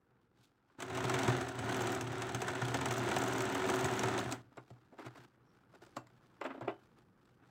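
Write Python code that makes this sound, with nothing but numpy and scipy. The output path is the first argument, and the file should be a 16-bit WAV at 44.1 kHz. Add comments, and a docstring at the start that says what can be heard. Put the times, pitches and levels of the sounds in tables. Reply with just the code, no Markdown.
"""Sewing machine on a wooden table

An electric machine stitches thick towelling at a wandering speed, then stops. Each needle stroke ticks,
knocks the housing and thumps the table; the linkage rattles over a low drone. Hands then shift the
cloth, work the levers and pick up scissors. Small room, faint hum."""
import sys
import numpy as np
from scipy import signal
from scipy.fft import rfft, irfft, next_fast_len
from scipy.io import wavfile
from scipy.ndimage import uniform_filter1d, map_coordinates

SR = 44100
rng = np.random.default_rng(int(sys.argv[2]) if len(sys.argv) > 2 else 0)


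def wav_record(signal):
    """Record a signal, one row per channel, as 16-bit PCM in the file named by sys.argv[1]."""
    frames = np.transpose(np.atleast_2d(signal))
    bounded = np.clip(frames, -1, 1)
    # unit amplitude maps onto the largest positive 16-bit level
    quanta = np.round(bounded * 32767).astype(np.int16)
    wavfile.write(sys.argv[1], SR, quanta)


N = 330750
TIME_S = np.arange(N) / SR
FIRST_STITCH_S, BAND_LIMIT_HZ = 0.8225, 15800

# pace set by the pedal (time [s], rate [stitches/s])
STITCH_RATE = [(0.8, 12.6), (0.99, 13.8), (1.12, 21.7), (1.34, 23.0), (1.58, 6.0), (1.69, 15.8),
               (2.13, 14.4), (2.63, 15.3), (2.98, 19.6), (3.51, 21.7), (3.79, 19.8), (4.13, 21.3),
               (4.33, 9.3)]
# drive effort against the cloth (time [s], level [dB])
DRIVE_EFFORT = [(.778, -75), (.792, -52), (.88, -49.5), (.97, -42.5), (1.06, -40.5), (1.31, -37.5),
                (1.41, -41.5), (1.54, -48), (1.7, -40), (1.93, -39.5), (2.05, -47.5), (2.2, -43.5),
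                (2.39, -47), (2.48, -42.5), (2.6, -44), (3.2, -38.5), (3.45, -40), (3.7, -38.5),
                (3.95, -38.5), (3.985, -41), (4.04, -39.5), (4.19, -39.5), (4.27, -45.5), (4.335, -44.5),
                (4.375, -57.5), (4.42, -66)]
# needle through thick folds (time [s], tick [dB], housing knock [dB])
FOLD_PUNCHES = [(0.8021, -48, -44.5), (0.8221, -43, -40.5), (.8995, -56.5, -43.5), (.9487, -48.5, -42),
                (0.9728, -46, -38.5), (1.0403, -45.5, -36), (1.0956, -41, -33.5), (1.1402, -39.5, -32),
                (1.189, -39, -39), (1.232, -41.5, -36), (1.278, -42, -33.5), (1.411, -46.5, -39),
                (1.4861, -46, -48), (1.589, -44.5, -43), (1.6921, -47, -37), (1.744, -44, -41.5),
                (1.8062, -45.5, -38), (1.8705, -42.5, -52), (1.948, -43.5, -46), (2.0098, -42.5, -45),
                (2.127, -53.5, -44), (2.2196, -41.5, -42.5), (2.291, -49, -41), (2.3465, -40, -37),
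                (2.4174, -41, -36.5), (2.4811, -42.5, -34.5), (2.5515, -49.5, -39.5), (2.617, -47.5, -35),
                (2.6816, -44.5, -39), (2.7428, -40.5, -31.5), (2.812, -43.5, -37), (2.8563, -38, -34.5),
                (2.9091, -40, -35.5), (2.9682, -46.5, -44), (3.0869, -44.5, -37.5), (3.1134, -43.5, -34.5),
                (3.163, -39.5, -31.5), (3.2184, -42, -37), (3.3596, -49, -43), (3.4049, -42, -36),
                (3.453, -45.5, -41), (3.548, -42.5, -37.5), (3.687, -44, -34.5), (3.6984, -39, -36),
                (3.7387, -42, -36), (3.789, -43, -42), (3.8434, -38.5, -38), (3.992, -37, -41),
                (4.034, -40, -31.5), (4.0836, -44, -34.5), (4.1774, -44, -36), (4.3227, -39, -42.5)]
# table drone (time [s], base level [dB])
DRONE_LEVEL = [(.785, -56), (.88, -54), (.93, -45.5), (1.06, -45.5), (1.2, -44.5), (1.31, -40), (1.42, -42),
               (1.53, -60), (1.6, -40), (1.82, -46), (1.95, -45.5), (2.17, -44.5), (2.28, -49), (2.55, -45),
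               (2.66, -45.5), (2.85, -42.5), (3.65, -47.5), (3.86, -40), (3.94, -44.5), (4.0, -50),
               (4.05, -41), (4.17, -48), (4.27, -41.5), (4.34, -54.5), (4.41, -87)]
# feed teeth snapping down (time [s], level [dB])
FEED_SNAPS = [(1.052, -46), (1.085, -55), (1.649, -54.5), (1.724, -45.5), (1.901, -57), (2.4035, -51.5),
              (2.652, -45), (2.7043, -54.5), (2.771, -45.5), (2.885, -47), (2.939, -45.5), (3.061, -50),
              (3.141, -46), (3.748, -47), (4.189, -42), (4.2414, -52), (4.2985, -65), (4.313, -46.5)]
# bobbin hook contacts (time [s], level [dB])
HOOK_TINKS = [(1.7664, -47), (1.8182, -44), (1.919, -46), (2.923, -46), (2.9806, -44), (3.032, -54.5),
              (3.1847, -42), (3.236, -43.5), (3.2807, -46), (3.333, -45.5), (3.381, -43.5), (3.4184, -45),
              (3.523, -50), (3.664, -51), (3.7574, -44.5), (3.808, -45), (3.8574, -43), (3.965, -50.5),
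              (4.1997, -48)]
# lever, presser foot, drive and scissor contacts
# (time [s], clack [dB], thud re clack [dB], edge re clack [dB], table top [dB], t60 [s])
HANDLING_KNOCKS = [(.698, -67, -8, -22, -85, .07), (0.748, -72, -2, -22, -69, 0.036),
                   (.783, -68, 4, -25, -49, .06), (1.2795, -34.5, 0.5, -14, -38, 0.043),
                   (4.3236, -50, -3, 2, -44.5, 0.063), (4.518, -78, 11, -22, -61.5, .07),
                   (4.5708, -60.5, 10, -0.5, -70, 0.047), (4.576, -51.5, 3.5, -21, -56, .068),
                   (4.7028, -62.5, 8.5, -3, -64, 0.052), (4.762, -70, -7, -23, -66, 0.055),
                   (4.923, -62.5, 5.5, -19, -59, 0.099), (4.985, -52, 3, -15.5, -58, 0.078),
                   (5.0605, -56.5, 5, -13, -58, 0.059), (5.737, -65.5, 7, -15, -70, 0.069),
                   (5.7484, -61.5, -5, -9, -71, .04), (5.8185, -69, 12, -1, -70, .06),
                   (5.864, -72, 10, 7, -72, 0.04), (5.9658, -41.5, 1, -7.5, -47, 0.057),
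                   (6.07, -61.5, -18, -4, -87, .009), (6.412, -42, 2.5, -15, -70, 0.062),
                   (6.4394, -53, 8, -5, -66, 0.097), (6.4502, -40.5, 1, -22, -45, 0.054),
                   (6.463, -44.5, -2, -13.5, -45, 0.043), (6.503, -47.5, -2, -28, -48, .063),
                   (6.5452, -56, 9, -23, -55, .088), (6.5762, -57, 4.5, -25, -47, .064),
                   (6.609, -50.5, 7.5, -14, -53, 0.09), (6.646, -57, 8, -20, -50, .077),
                   (6.675, -49.5, 16.5, -23, -65, 0.022), (6.6792, -41.5, 4, -23, -42, 0.017),
                   (6.6911, -49, 9.5, -21, -48, .1), (7.02, -82, 11, 6, -85, .03),
                   (7.254, -82, 2, 11, -78, .028)]
# heavy pushes on the table (time [s], level [dB])
TABLE_JOLTS = [(0.389, -63), (1.042, -35), (1.142, -38), (1.279, -29), (1.69, -50), (2.34, -37.5),
               (2.621, -36), (3.164, -42.5), (3.834, -36.5), (4.039, -42), (4.575, -55), (4.708, -50.5),
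               (5.058, -49), (5.185, -57), (5.961, -52), (6.615, -46.5), (6.676, -51.5)]
# scissors picked up (time [s], base level [dB])
SCISSOR_CLINKS = [(6.413, -45.5), (6.448, -53), (6.4618, -52), (6.507, -58), (6.6805, -44.5), (6.6916, -60)]
# hands on the towelling (time [s], rub [dB], fibre hiss [dB])
HAND_RUB = [(0, -85, -97), (.12, -73, -93), (.3, -81.5, -99), (.56, -79.5, -96), (.76, -76, -89.5),
            (4.4, -71, -80.5), (4.85, -73.5, -87.5), (5.12, -75, -85), (5.33, -75, -93), (5.55, -74, -91),
            (5.75, -68.5, -84.5), (5.8, -71, -84), (5.88, -70, -83), (5.93, -68.5, -82.5), (6.3, -71, -86),
            (6.7, -65.5, -82.5), (6.85, -70, -82), (7.1, -77, -93), (7.5, -69.5, -83.5)]
# cloth dragged over the bed (peak time [s], rise [s], rub [dB], fibre hiss [dB])
CLOTH_SHOVES = [(.4, 0.035, -75.5, -80.5), (.444, 0.02, -82, -72), (4.55, 0.024, -76, -95),
                (5.03, 0.04, -52.5, -72.5), (5.065, 0.012, -48, -62), (5.158, 0.0065, -58, -79),
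                (5.197, 0.043, -57, -68), (5.752, .007, -65, -75), (5.828, 0.011, -60, -69),
                (5.84, .005, -59, -69), (5.851, .003, -72, -72), (6.457, 0.0086, -43.5, -78),
                (6.509, 0.022, -51, -93), (6.635, 0.012, -52, -84), (6.991, 0.015, -68, -81),
                (7.435, 0.011, -64, -84)]
# room air (time [s], level [dB])
ROOM_AIR_LEVEL = [(0, -74), (.7, -79), (4.5, -72.5), (6.2, -70), (7.1, -70), (7.5, -71.5)]

# resonances (frequency [Hz], bandwidth [Hz], gain [dB])
PLATE_MODES = [(2624, 80, 1.5), (2924, 80, 0.5), (3520, 130, -1.5), (5580, 240, -4.5), (6400, 110, -0.5),
               (7100, 300, -7), (7820, 330, -3), (9050, 140, -12), (10200, 140, -12), (13950, 130, -13),
               (15200, 220, -13.5)]  # needle plate and presser foot
TABLE_MODES = [(196, 40, -14), (223.6, 22, -13), (267, 14, -4.5), (337.3, 24, -9), (371, 17, -2),
               (425, 45, -11)]  # table under the machine
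SWAY_MODE = [(128, 47, 0)]  # table's lowest mode
TABLE_TOP_MODES = [(266.4, 22.5, 4), (371, 9, -5)]  # table top, lightly knocked
CASING_MODES = [(525, 6.3, -5), (660, 3, 5), (950, 14, -21.5), (1198, 20, 9.5), (1500, 13, 2),
                (2000, 14, -19), (2215, 71, -16.5), (2680, 14, -1.5), (3115, 58, -2.5)]  # plastic casing
# scissor blades (frequency [Hz], gain [dB], t60 [s])
BLADE_MODES = [(1050, -3, .07), (1366, 5, 0.051), (1560, -6, .08), (2008, 3.5, 0.045), (2310, 6.5, 0.027),
               (2579, -6.5, 0.093), (2750, -8, 0.071), (2930, -14, 0.18), (3050, -18, 0.3),
               (3460, -18, 0.12), (3800, -21, 0.089), (5170, -22, 0.053), (7500, -28, .03)]

# spectra (frequency [Hz], gain [dB])
NEEDLE_SPECTRUM = [(1500, -11), (2300, 2), (3400, -2), (5000, -6.5), (6400, 1), (7000, -4), (7900, 2),
                   (9000, -9), (10500, -14), (12500, -19), (14000, -18.5), (15700, -18)]  # needle bar and plate
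HOUSING_SPECTRUM = [(300, -42.5), (450, 3), (540, -5), (710, 4), (780, 0.5), (880, -1.5), (960, 1),
                    (1120, -5.5), (1250, -2.5), (1420, -0.5), (1680, -6), (1780, -4), (1900, -7.5),
                    (2600, -12.5), (3500, -15.5), (4800, -24.5), (7000, -23)]  # machine housing
FEED_SPECTRUM = [(2000, -14.5), (3500, 10), (5000, -1), (6400, -0.5), (7000, -1.5), (7900, 0.5), (9000, -3),
                 (10500, -12), (12500, -12), (14000, -14), (15700, -13)]  # steel feed parts
HOOK_SPECTRUM = [(4500, -5), (6300, 4.5), (7000, 8.5), (8000, -0.5), (9500, -11), (12500, -14),
                 (14000, -2.5), (15500, -8.5)]  # bobbin hook
CLACK_SPECTRUM = [(700, -27), (900, 2), (1040, 3.5), (1150, 0), (1480, 0), (1680, -8.5), (1850, -11),
                  (2020, -8), (2350, -10), (2800, -14.5), (3150, -26), (3300, -20), (3550, -18),
                  (5000, -38)]  # hard contact
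THUD_SPECTRUM = [(260, -21.5), (330, 1.5), (390, 3.5), (480, -8.5), (570, 2.5), (680, 0.5), (780, -3.5),
                 (900, -8.5), (1200, -18)]  # hollow casing
EDGE_SPECTRUM = [(1200, 8.5), (2200, -1.5), (3300, -1), (4200, 0.5), (5200, -2.5), (6400, -8.5), (7550, 1),
                 (9000, -16), (12000, -18), (15500, -18)]  # hard edges meeting
RUB_SPECTRUM = [(250, 2), (350, 6.5), (500, -8), (800, -0.5), (1050, -4), (1400, -1.5), (2100, -11),
                (3400, -25.5), (5000, -39)]  # sliding cloth
FIBRE_SPECTRUM = [(2000, -5.5), (3500, -1), (5200, -4), (6300, -7), (8000, -8.5), (10000, -16),
                  (15500, -17)]  # fibre hiss
AIR_SPECTRUM = [(15, -51.5), (25, -11.5), (86, -3.5), (110, -1.5), (200, -0.5), (349, -9.5), (433, -11),
                (469, -5), (648, -25), (1270, -17), (3170, -44), (5580, -41), (6550, -45), (15500, -42)]  # room air

# room decay (frequency [Hz], t60 [s])
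SEWING_DECAY = [(100, 0.69), (500, 0.16), (3000, 0.06), (12000, 0.17)]  # for the running machine
HANDLING_DECAY = [(100, 0.21), (500, 0.2), (3000, 0.11), (12000, 0.14)]  # for knocks low on the table


def amp(db):
    """Decibels to gain."""
    return 10 ** (np.asarray(db) / 20)


def unit_rms(x):
    """Scale to rms 1."""
    return x / np.sqrt(np.mean(x ** 2) + 1e-20)


def steady(x, window_samples):
    """Hold the running rms near 1."""
    return x / np.sqrt(np.abs(uniform_filter1d(x ** 2, size=window_samples)) + 1e-6)


def log_interp(points, hz):
    """Interpolate (frequency, value) points on a log axis."""
    point_hz, values = np.transpose(points)
    return np.interp(np.log(hz + 1), np.log(point_hz + 1), values)


def envelopes(rows):
    """Per-sample gain for each dB column, silent outside the rows."""
    times_s, *columns_db = np.transpose(rows)
    return amp([np.interp(TIME_S, times_s, db, left=-120, right=-120) for db in columns_db])


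def wobble(rate_hz):
    """Smooth random curve, rate_hz knots a second."""
    knots = rng.standard_normal(int(N * rate_hz / SR) + 4)
    return map_coordinates(knots, [np.arange(N) * rate_hz / SR])


def colour(spectrum, size=4096):
    """Minimum-phase impulse response of a spectrum, rolled off beyond its ends."""
    closed = [(spectrum[0][0] / 2, -80), *spectrum, (spectrum[-1][0] * 2, -80)]
    gain = amp(log_interp(closed, np.fft.rfftfreq(size, 1 / SR)))
    cepstrum = irfft(np.log(gain))
    cepstrum[1:size // 2] *= 2
    cepstrum[size // 2 + 1:] = 0
    return irfft(np.exp(rfft(cepstrum)))[:size // 2]


def ring(modes, size=8192):
    """Impulse response of damped modes; small bodies radiate little deep bass."""
    t = np.arange(size) / SR
    ringing = sum((-1) ** k * amp(db) * width_hz * np.exp(-np.pi * width_hz * t)
                  * np.cos(2 * np.pi * hz * t) for k, (hz, width_hz, db) in enumerate(modes))
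    top_hz = 1.134 * max(mode[0] for mode in modes)
    return signal.sosfilt(signal.butter(2, [80, top_hz], "band", fs=SR, output="sos"), ringing)


def through(x, response):
    """Convolve, keeping the length of x."""
    return signal.fftconvolve(x, response)[:len(x)]


def driven(force, response):
    """Force into a body of unit power gain."""
    return through(force, response / np.linalg.norm(response))


def blows(times_s, levels_db, response, t60_s, rise_s, graze_db=-40, size=10000):
    """Contacts graze, then land as noise bursts into a body; levels are peak short-term rms."""
    lead = size // 16
    out = np.zeros(N + size)
    t = (np.arange(size) - lead) / SR
    after_s = np.maximum(t, 0)
    graze = amp(graze_db) * np.exp(-np.abs(t) / 0.004)
    for at_s, db, decay_s in zip(times_s, levels_db, np.broadcast_to(t60_s, len(times_s))):
        landing = amp(-60 * after_s / decay_s) * (1 - np.exp(-after_s / rise_s))
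        force = rng.standard_normal(size) * (graze + landing / landing.max())
        hit = through(force, response)
        peak_rms = np.sqrt(uniform_filter1d(hit ** 2, size=180).max())
        out[round(at_s * SR) - lead:][:size] += amp(db) * hit / peak_rms
    return out[:N]


def shaft_turns():
    """Running count of shaft turns, one per stitch."""
    rate_hz = np.interp(TIME_S, *np.transpose(STITCH_RATE), right=0)
    return np.cumsum(rate_hz * (TIME_S >= FIRST_STITCH_S)) / SR


def needle(turns):
    """Each stroke ticks, rings the plate, knocks the housing and thumps the table; folds hit harder."""
    stitch_s = np.searchsorted(turns, np.arange(0, turns[-1], 1), side="right") / SR
    effort_db = np.interp(stitch_s, *np.transpose(DRIVE_EFFORT))
    tick_spread_db, knock_spread_db = -2 * rng.standard_normal((len(stitch_s), 2)).T
    plain = np.column_stack([stitch_s, effort_db + tick_spread_db - 13, effort_db + knock_spread_db - 4])
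    punches = np.array(FOLD_PUNCHES)
    clear_of_folds = np.abs(stitch_s[:, None] - punches[:, 0]).min(axis=1) > 0.02
    times_s, tick_db, knock_db = np.vstack([punches, plain[clear_of_folds]]).T
    thumps = blows(times_s, knock_db - 6.5, ring(TABLE_MODES), t60_s=0.0029, rise_s=0.00056)
    # slow rise: the loose housing lags the tick
    knocks = blows(times_s, knock_db, colour(HOUSING_SPECTRUM), t60_s=0.058, rise_s=0.003, graze_db=-13)
    ticks = blows(times_s, tick_db, colour(NEEDLE_SPECTRUM), t60_s=0.026, rise_s=0.0007, graze_db=-22)
    plate = blows(times_s, tick_db - 7, ring(PLATE_MODES), t60_s=0.0099, rise_s=0.00059)
    return thumps + knocks + ticks + plate


def rattle(turns, hits_per_turn, spread_db, t60_s, sliding_gain):
    """Loose joints strike with uneven timing and strength over sliding noise."""
    due_turns = np.arange(0, turns[-1], 1 / hits_per_turn)
    lateness, strength = rng.standard_normal((len(due_turns), 2)).T
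    hit_turns = due_turns + 0.2 * lateness / hits_per_turn
    hit_samples = np.minimum(np.searchsorted(turns, hit_turns), N - 1)
    hit_power = amp(spread_db * np.clip(strength, -2, 1.6)) ** 2
    power_decay = amp(-60 * np.arange(SR // 10) / SR / t60_s) ** 2
    power = np.abs(through(np.bincount(hit_samples, hit_power, N), power_decay))
    running = (turns > 0) & (turns < turns[-1])
    return np.sqrt(power / power[running].mean() + sliding_gain ** 2) * rng.standard_normal(N)


def drive(turns):
    """Linkage and feed rattle table, housing and steel in step with the effort, over the drone."""
    effort, = envelopes(DRIVE_EFFORT)
    linkage = rattle(turns, hits_per_turn=7, spread_db=6, t60_s=0.052, sliding_gain=0.89)
    feed = rattle(turns, hits_per_turn=4, spread_db=3.5, t60_s=0.02, sliding_gain=0.6)
    shake = amp(-1) * steady(driven(linkage, ring(TABLE_MODES)), 1800)
    clatter = amp(-0.27) * steady(driven(linkage, colour(HOUSING_SPECTRUM)), 1500)
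    chatter = amp(-16) * steady(driven(feed, colour(FEED_SPECTRUM)), 2400)
    jingle = amp(-22.5) * steady(driven(feed, ring(PLATE_MODES)), 2400)
    return drone(linkage) + effort * (shake + clatter + chatter + jingle)


def drone(linkage):
    """Machine and table top swing together in a low, wavering tone, roughened by the linkage."""
    level, = envelopes(DRONE_LEVEL)
    pitch_hz = 121.5 + 3.6 * wobble(14)
    tone = np.sqrt(2) * np.sin(2 * np.pi * np.cumsum(pitch_hz) / SR)
    rumble = steady(driven(linkage, ring(SWAY_MODE)), 2600)
    return level * (amp(-3.3) * tone + amp(-4.5) * rumble)


def feed_teeth():
    """Steel teeth snap down between needle strokes."""
    times_s, db = np.transpose(FEED_SNAPS)
    return blows(times_s, db, colour(FEED_SPECTRUM), t60_s=0.021, rise_s=0.0007, graze_db=-4.5)


def bobbin_hook():
    """The steel hook tinks in the fast runs."""
    times_s, db = np.transpose(HOOK_TINKS)
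    return blows(times_s, db, colour(HOOK_SPECTRUM), t60_s=0.019, rise_s=0.0011)


def handling():
    """Hard contacts clack and ring the hollow plastic casing; the table top answers."""
    times_s, clack_db, thud_db, edge_db, wood_db, t60_s = np.transpose(HANDLING_KNOCKS)
    clack = blows(times_s, clack_db, colour(CLACK_SPECTRUM), t60_s, rise_s=0.0013, graze_db=-14)
    thud = blows(times_s, clack_db + thud_db, colour(THUD_SPECTRUM), t60_s, rise_s=0.00029, graze_db=-14)
    casing = blows(times_s, clack_db - 14.5, ring(CASING_MODES), t60_s=0.014, rise_s=0.000336)
    wood = blows(times_s, wood_db, ring(TABLE_TOP_MODES), t60_s=0.0044, rise_s=0.00057)
    edge = blows(times_s, clack_db + edge_db, colour(EDGE_SPECTRUM), 0.77 * t60_s,
                 rise_s=0.00023, graze_db=-14)
    return clack + thud + casing + wood + edge


def jolts():
    """Heavy pushes swing the table in its lowest modes."""
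    times_s, db = np.transpose(TABLE_JOLTS)
    low_modes = ring([(122, 9.7, 3.5), (196.4, 25, -10)])
    return blows(times_s, db, low_modes, t60_s=0.016, rise_s=0.00142)


def scissors():
    """Each clink rings the blades; one faint mode outlasts the rest."""
    out = np.zeros(N + SR)
    t = np.arange(SR // 2) / SR
    attack = 1 - np.exp(-t / 0.00069)
    for at_s, clink_db in SCISSOR_CLINKS:
        for hz, mode_db, t60_s in BLADE_MODES:
            phase = 2 * np.pi * hz * t + 1.3 * wobble(110)[:len(t)]
            level_db = clink_db + mode_db + rng.normal(0, 1.3) - 60 * t / t60_s
            out[round(at_s * SR):][:len(t)] += amp(level_db) * np.sin(phase) * attack
    return out[:N]


def cloth(snags_per_s=30, snag_t60_s=0.006):
    """Towelling catches and slips, swelling with each shove; single fibres crackle as they let go."""
    rub_gain, hiss_gain = envelopes(HAND_RUB)
    hiss_gain *= amp(1.5 * wobble(12) + 2 * wobble(60))
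    for peak_s, rise_s, rub_db, hiss_db in CLOTH_SHOVES:
        offset = (TIME_S - peak_s) / rise_s
        shove = np.exp(-np.where(offset < 0, offset ** 2, offset))
        rub_gain += amp(rub_db) * shove
        hiss_gain += amp(hiss_db) * shove
    grip_db = 3 * wobble(260) + 1.6 * wobble(45)
    friction = unit_rms(amp(grip_db) * rng.standard_normal(N))
    releases = (rng.random(N) < snags_per_s / SR) * rng.uniform(-1, 1, N)
    snap = amp(-60 * TIME_S[:400] / snag_t60_s) * rng.standard_normal(400)
    snags = unit_rms(through(releases, snap))
    rub = driven(friction, colour(RUB_SPECTRUM))
    hiss = driven(friction + amp(-9.5) * snags, colour(FIBRE_SPECTRUM))
    return rub_gain * rub + hiss_gain * hiss


def squeak(peak_s=5.5, half_length_s=0.045, pitch_hz=5550, width_hz=120, level_db=-86):
    """Sliding cloth gives one thin, rough whistle."""
    swell = np.exp(-((TIME_S - peak_s) / half_length_s) ** 2)
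    whistle = driven(rng.standard_normal(N), ring([(pitch_hz, width_hz, 0)]))
    return amp(level_db) * swell * whistle


def room_air(hum_hz=123.4, hum_width_hz=4.7):
    """Quiet air with a low, wavering hum."""
    level, = envelopes(ROOM_AIR_LEVEL)
    hum = steady(driven(rng.standard_normal(N), ring([(hum_hz, hum_width_hz, 0)])), 9000)
    air = driven(rng.standard_normal(N), colour(AIR_SPECTRUM))
    return level * (air + amp(-5) * hum)


def reverb(x, decay):
    """Short diffuse room tail; bass lasts longest."""
    hz, t, noise = signal.stft(rng.standard_normal(SR // 2), SR, nperseg=256)
    fade = amp(-60 * t / log_interp(decay, hz)[:, None])
    _, tail = signal.istft(noise * fade, SR, nperseg=256)
    return driven(x, np.pad(tail, (200, 0)))


def scene():
    """Machine and hands close by, the room around them; mono."""
    turns = shaft_turns()
    sewing = needle(turns) + feed_teeth() + drive(turns) + bobbin_hook()
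    hands = handling() + jolts() + scissors()
    room = amp(-13) * reverb(sewing, SEWING_DECAY) + amp(-9.5) * reverb(hands, HANDLING_DECAY)
    return (sewing + hands + room + cloth() + squeak() + room_air())[None]


def record(dry):
    """Brick-wall low-pass at the band limit."""
    size = next_fast_len(N + SR // 2)
    passband = np.fft.rfftfreq(size, 1 / SR) < BAND_LIMIT_HZ
    return irfft(rfft(dry, size) * passband, size)[..., :N]


dry = scene()
out = record(dry)
wav_record(out)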